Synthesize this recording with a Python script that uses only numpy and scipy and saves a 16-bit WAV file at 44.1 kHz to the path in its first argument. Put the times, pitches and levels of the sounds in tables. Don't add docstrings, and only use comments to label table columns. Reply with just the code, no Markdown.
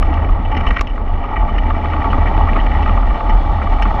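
import sys
import numpy as np
from scipy import signal
from scipy.fft import rfft, irfft
from scipy.io import wavfile
from scipy.ndimage import uniform_filter1d

SR = 44100
rng = np.random.default_rng(int(sys.argv[2]) if len(sys.argv) > 2 else 0)


def waveform_to_disk(signal):
    frames = np.transpose(np.atleast_2d(signal))
    scaled = np.clip(frames, -1, 1) * 32767
    samples = np.round(scaled).astype(np.int16)
    wavfile.write(sys.argv[1], SR, samples)


N = 176400
T = np.arange(N) / SR
BUMP_HZ = 33


def from_db(db):
    return 10 ** (np.asarray(db) / 20)


def rms_one(x):
    return x / np.sqrt(np.mean(x ** 2) + 1e-20)


def level(rows):
    return from_db(np.interp(T, *np.transpose(rows)))


def drift(rate_hz):
    pole = np.exp(-80 * np.pi * rate_hz / SR)
    noise = rng.standard_normal(N // 40 + 2002)
    slow = signal.lfilter([1], [1, -2 * pole, pole * pole], noise)[2000:]
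    return np.interp(np.arange(N) / 40, np.arange(len(slow)), rms_one(slow))


def colour(x, points):
    hz, db = np.transpose(points)
    bins_hz = np.arange(N // 2 + 1) * SR / N
    gain = from_db(np.interp(np.log(bins_hz + 1), np.log(hz), db))
    cepstrum = irfft(np.log(gain))
    cepstrum[1:N // 2] *= 2
    cepstrum[N // 2 + 1:] = 0
    return irfft(rfft(x) * np.exp(rfft(cepstrum)))


def resonate(x, hz, width_hz):
    r = np.exp(-np.pi * width_hz / SR)
    ringing = signal.lfilter([1, 0, -1], [1, -2 * r * np.cos(2 * np.pi * hz / SR), r * r], x + 1e-18)
    skirt = np.clip(1.079 + 1.68 * width_hz / hz, 1.02, 1.5)
    band = signal.butter(2, [hz / skirt, hz * skirt], "band", fs=SR, output="sos")
    return rms_one(signal.sosfilt(band, ringing))


def ring(force, modes):
    return rms_one(sum(from_db(db) * resonate(force * rng.standard_normal(len(force)), hz, width_hz)
                       for hz, width_hz, db in modes))


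def contacts(per_s, spread_db):
    return (rng.random(N) < per_s / SR) * from_db(spread_db * np.minimum(rng.exponential(1, N), 4))


def burst(modes, length_s):
    force = np.exp(-(2 * T[:SR // 10] / length_s - 1) ** 4)
    ringing = ring(force, modes)
    return ringing / np.sqrt(uniform_filter1d(ringing ** 2, size=350).max())


def mix(events):
    track = np.zeros(N)
    for start_s, sound in events:
        i = int(start_s * SR)
        track[i:i + len(sound)] += sound[:N - i]
    return track


def sway(hz, width_hz, evenness):
    swing = signal.hilbert(resonate(rng.standard_normal(N + SR), hz, width_hz))[SR:]
    return rms_one(swing.real / (abs(swing) + 0.62) ** evenness)


# time_s, relative_db
AIR_LEVEL = [(0.0, -53), (0.37, -58), (0.54, -56), (0.68, -53.5), (0.86, -60.5), (1.24, -59), (2.06, -51),
             (2.7, -50.5), (3.68, -51), (4.0, -47.5)]
# frequency_hz, gain_db
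AIR_SPECTRUM = [(1000, 4.5), (2600, 0), (3400, 12.5), (3950, 3), (4450, 3), (5250, -2.5), (5700, -12.5),
                (6400, -8), (7000, -21.5), (7700, -14.5), (9000, -26.5), (12000, -55), (16000, -69.5)]

def air():
    rush = rng.standard_normal(N) * from_db(drift(23))
    return from_db(3.5) * level(AIR_LEVEL) * rms_one(colour(rush, AIR_SPECTRUM))


# start_s, peak_db
TICKS = [(.7298, -40), (.7345, -40), (.744, -40), (.955, -39), (1.178, -43), (3.129, -35), (3.349, -33),
         (3.520, -35)]
# start_s, force_db
GRIT_CRUNCHES = [(.307, -37), (.666, -40), (.684, -37), (.7175, -37), (.768, -42), (3.821, -33.5)]
# frequency_hz, gain_db
GRIT_SPECTRUM = [(800, -9), (4200, -4), (8000, -12.5), (11000, -23), (15000, -38.5)]

def grit(crunch_s=0.005):
    strays = contacts(per_s=11, spread_db=2)
    force = from_db(-41.5) * strays / (strays.max() + 1e-9)
    force += mix((s, from_db([db])) for s, db in TICKS)
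    for start_s, db in GRIT_CRUNCHES:
        specks = contacts(per_s=6000, spread_db=1.8) * rng.standard_normal(N)
        crunch = specks[:int(crunch_s * SR) + 1]
        force += mix([(start_s, from_db(db) * crunch / (abs(crunch).max() + 1e-9))])
    unit_tick = colour(signal.unit_impulse(N), GRIT_SPECTRUM)
    return colour(force, GRIT_SPECTRUM) / abs(unit_tick).max()


# pitch_hz, width_hz, gain_db
FITTINGS_LOW = [(1294, 160, -3.5), (1903, 78, 1.5), (1998, 210, -6), (2309, 48, -3.5)]
FITTINGS_MID = [(2662, 83, 0.5), (2874, 76, 4.5), (3002, 43, 4.5), (3750, 220, -14)]
FITTINGS_HIGH = [(4390, 90, -2), (5305, 160, 2), (6140, 200, -7)]
# time_s, relative_db
CHATTER_LEVEL = [(0, -35.5), (.25, -35), (.36, -42.5), (.49, -39.5), (.56, -35), (.8, -33.5), (.84, -44.5),
                 (1.1, -40), (1.5, -36.5), (2.05, -35.5), (2.8, -33.5), (3.15, -37.5), (3.5, -37.5),
                 (3.8, -35.5), (4, -37)]

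def chatter(bumps):
    taps = contacts(per_s=540, spread_db=1) * from_db(2 * bumps)
    groups = (FITTINGS_LOW, -1), (FITTINGS_MID, -10.5), (FITTINGS_HIGH, -30.5)
    return level(CHATTER_LEVEL) * sum(from_db(db) * ring(taps, modes) for modes, db in groups)


# start_s, length_s, low_db, mid_db, high_db
FITTING_BUZZES = [(0.024, 0.0034, -38, -35, -49), (0.137, 0.0065, -38, -35, -51),
                  (0.448, 0.012, -36, -36, -73.5), (0.515, 0.013, -26, -38, -59),
                  (0.546, 0.0079, -28.5, -38, -58), (0.564, 0.015, -24.5, -30, -45.5),
                  (0.606, 0.0018, -31, -36, -58), (0.662, 0.018, -27.5, -25, -49.5),
                  (0.684, .007, -33, -40, -53), (0.703, 0.0085, -20, -34, -64),
                  (0.74, 0.0069, -32, -51, -65), (0.76, 0.01, -21, -32, -55),
                  (0.779, .012, -24.5, -39, -54), (0.869, 0.0072, -34, -32, -53),
                  (0.894, 0.0085, -39.5, -39.5, -63), (1.357, 0.015, -24.5, -38, -67),
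                  (1.578, 0.01, -27.5, -30.5, -53), (2.016, 0.0064, -24.5, -52, -63),
                  (2.095, 0.023, -39.5, -34.5, -59), (2.255, 0.025, -24, -37.5, -61),
                  (2.481, 0.018, -23.5, -39.5, -67), (2.596, 0.0091, -42, -31, -63),
                  (2.662, 0.0083, -25.5, -36, -60), (2.712, 0.0092, -27, -38, -59),
                  (2.822, 0.011, -36, -32.5, -55), (3.291, 0.015, -27.5, -36, -51),
                  (3.821, 0.012, -25.5, -30.5, -40.5)]

def buzzes():
    return mix((start_s, from_db(db) * burst(modes, length_s))
               for start_s, length_s, *group_db in FITTING_BUZZES
               for modes, db in zip((FITTINGS_LOW, FITTINGS_MID, FITTINGS_HIGH), group_db))


# start_s, level_db
SEAMS = [(0.105, -19.5), (.563, -21), (0.662, -26), (.708, -26.5), (2.055, -21), (2.37, -21), (3.294, -23),
         (3.896, -29)]
# pitch_hz, width_hz, gain_db
FRAME = [(150, 87, -4.5), (203, 220, -7), (254.5, 76, 7.5), (327, 220, -1)]

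def thumps():
    return mix((s, from_db(db) * burst(FRAME, length_s=0.0072)) for s, db in SEAMS)


# start_s, level_db
SHELL_RAPS = [(.026, -27), (0.13, -31), (.610, -27), (.708, -19), (0.7668, -23), (.771, -19), (0.7934, -21),
              (1.857, -26.5), (1.901, -30), (1.934, -29.5), (2.378, -29), (2.532, -24.5), (2.567, -25.5),
              (3.823, -21)]
# pitch_hz, width_hz, gain_db
SHELL_MODES = [(1285, 310, 3), (1606, 66, -3), (2230, 250, 5.5), (2700, 150, -6), (3550, 870, -12.5)]

def raps():
    return mix((s, from_db(db) * burst(SHELL_MODES, length_s=0.001)) for s, db in SHELL_RAPS)


# start_s, relative_db
PANEL_KNOCKS = [(0.0227, -14), (0.167, -21.5), (0.289, -18.5), (0.666, -15.5), (0.7051, -20),
                (0.7648, -15.5), (0.7919, -21.5), (0.9749, -22), (1.239, -19.5), (1.3618, -17.5),
                (1.487, -21.5), (1.703, -14.5), (1.933, -16), (1.964, -21), (2.042, -15), (2.128, -12),
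                (2.1795, -18), (2.4728, -18), (2.5577, -13), (2.858, -14), (2.8756, -16.5), (2.8924, -16),
                (2.9724, -14.5), (3.027, -19), (3.104, -19), (3.2033, -16.5), (3.322, -21), (3.6155, -17),
                (3.67, -17.5), (3.851, -14.5), (3.969, -25)]
# pitch_hz, width_hz, gain_db
KNOCKING_PANEL = [(1174, 95, 3.5), (1237, 41, -2), (1430, 370, -17), (2120, 400, -9.5)]

def knocks():
    return mix((s, from_db(db - 4.5) * burst(KNOCKING_PANEL, length_s=0.0059)) for s, db in PANEL_KNOCKS)


# time_s, relative_db
ROAR_LEVEL = [(0, -27), (.22, -25.5), (.3, -30), (.68, -24), (.73, -34.5), (.88, -35.5), (1.1, -28.5),
              (1.46, -25.5), (1.57, -29.5), (1.65, -27), (2.05, -23), (2.38, -22.5), (2.42, -20),
              (2.46, -23), (2.63, -22.5), (3.2, -26), (3.3, -23), (3.4, -25.5), (3.7, -24.5), (3.8, -22.5),
              (4, -24)]
# pitch_hz, width_hz, gain_db
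PANEL_MODES = [(699, 53, -5), (805.3, 52, -6), (863.5, 48, 0.5), (1143, 58, -6.5), (1281, 59, -12.5)]

def tyres(bumps):
    roar = ring(contacts(per_s=2500, spread_db=4.5) * from_db(0.43 * bumps), PANEL_MODES)
    patter = ring(contacts(per_s=540, spread_db=1) * from_db(4 * bumps), KNOCKING_PANEL)
    return level(ROAR_LEVEL) * (from_db(-0.32) * roar + from_db(-11.5) * patter)


# start_s, peak_db
SHELL_CLICKS = [(0.8107, -6.5), (0.8197, -25)]
# frequency_hz, gain_db
CLICK_SPECTRUM = [(250, -7), (700, 0.5), (950, -6), (1150, 8.5), (1600, -9), (2400, -1.5), (3300, -12),
                  (4550, -16), (5200, -16.5), (7000, -23.5), (9500, -35), (15000, -44)]

def clicks(tail_db=-13, t60_s=0.02):
    events = []
    for start_s, db in SHELL_CLICKS:
        hit = from_db(tail_db - 60 * np.minimum(T / t60_s, 10)) * rng.standard_normal(N)
        hit[0] = 1
        click = colour(hit, CLICK_SPECTRUM)[:SR // 10]
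        events.append((start_s, from_db(db) * click / abs(click).max()))
    return mix(events)


# time_s, relative_db
RUMBLE_LEVEL = [(0.0, -26), (0.18, -26.5), (0.5, -30.5), (0.56, -25), (0.88, -33), (2.16, -25),
                (3.5, -28.5), (4.0, -26.5)]
# frequency_hz, gain_db
RUMBLE_SPECTRUM = [(15, 0.5), (55, 4), (78, 9), (105, -3), (130, -0.5), (175, -2), (200, 3), (222, 1),
                   (252, 3), (320, 0), (360, -7.5), (410, -3.5), (490, -8), (560, -3), (700, -5.5),
                   (1000, -10.5), (1500, -18), (2500, -29.5), (4000, -71)]

def rumble():
    shaking = rng.standard_normal(N) * from_db(1.9 * drift(BUMP_HZ))
    return from_db(3) * level(RUMBLE_LEVEL) * rms_one(colour(shaking, RUMBLE_SPECTRUM))


# frequency_hz, width_hz
CAVITY_DIPS = [(1020, 33), (4830, 370)]

def cavity(sound):
    for hz, width_hz in CAVITY_DIPS:
        sound = signal.lfilter(*signal.iirnotch(hz, hz / width_hz, fs=SR), sound)
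    return sound


# centre_s, envelope_db
ROUGH_PATCH = [(0.669, -26), (0.713, -15), (0.809, -9)]

def jolts(pitch_hz=44, half_width_s=0.011):
    return sum(from_db(db) * np.exp(-((T - s) / half_width_s) ** 2)
               * np.sin(2 * np.pi * pitch_hz * (s - T)) for s, db in ROUGH_PATCH)


# time_s, level_db
BOUNCE_LEVEL = [(0, -14.5), (.05, -11), (.16, -15), (.25, -19.5), (.31, -9), (.4, -17.5), (.55, -18.5),
                (.69, -7.5), (.76, -17.5), (1.05, -16.5), (1.17, -12), (1.27, -21.5), (1.44, -8),
                (1.56, -14.5), (1.68, -14), (1.83, -24), (2.1, -14), (2.33, -14), (2.4, -11.5), (2.55, -13),
                (2.85, -14.5), (2.97, -13.5), (3.11, -8), (3.2, -21), (3.36, -9.5), (3.46, -17),
                (3.52, -12), (3.61, -25.5), (3.71, -11), (3.88, -14.5), (4, -12.5)]
BOOM_LEVEL = [(0, -20), (.22, -19), (.46, -21), (.59, -14), (.76, -27), (.93, -31.5), (1.0, -27),
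              (1.16, -18.5), (1.25, -27), (1.58, -23), (1.68, -19.5), (1.85, -22.5), (2.03, -16.5),
              (2.12, -26), (2.2, -14), (2.3, -17.5), (2.44, -16), (2.64, -27.5), (2.7, -17), (2.85, -22),
              (2.96, -16.5), (3.1, -30), (3.28, -27), (3.55, -16), (4, -25.5)]

def shell():
    bounce = level(BOUNCE_LEVEL) * sway(hz=33.5, width_hz=14.8, evenness=0.73)
    boom = level(BOOM_LEVEL) * sway(hz=75.2, width_hz=12.2, evenness=0.65)
    return bounce + boom


def scene():
    low_end = shell() + rumble() + jolts()
    bumps = drift(BUMP_HZ)
    rolling = tyres(bumps) + chatter(bumps)
    impacts = thumps() + knocks() + raps() + buzzes()
    return (low_end + cavity(rolling + impacts + air()) + clicks() + grit())[None]


def record(dry, ceiling=0.9, cutoff_hz=15700):
    rounded = dry / (1 + (dry / ceiling) ** 8) ** (1 / 8)
    return signal.sosfilt(signal.cheby2(12, 70, cutoff_hz, fs=SR, output="sos"), rounded)


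dry = scene()
out = record(dry)
waveform_to_disk(out)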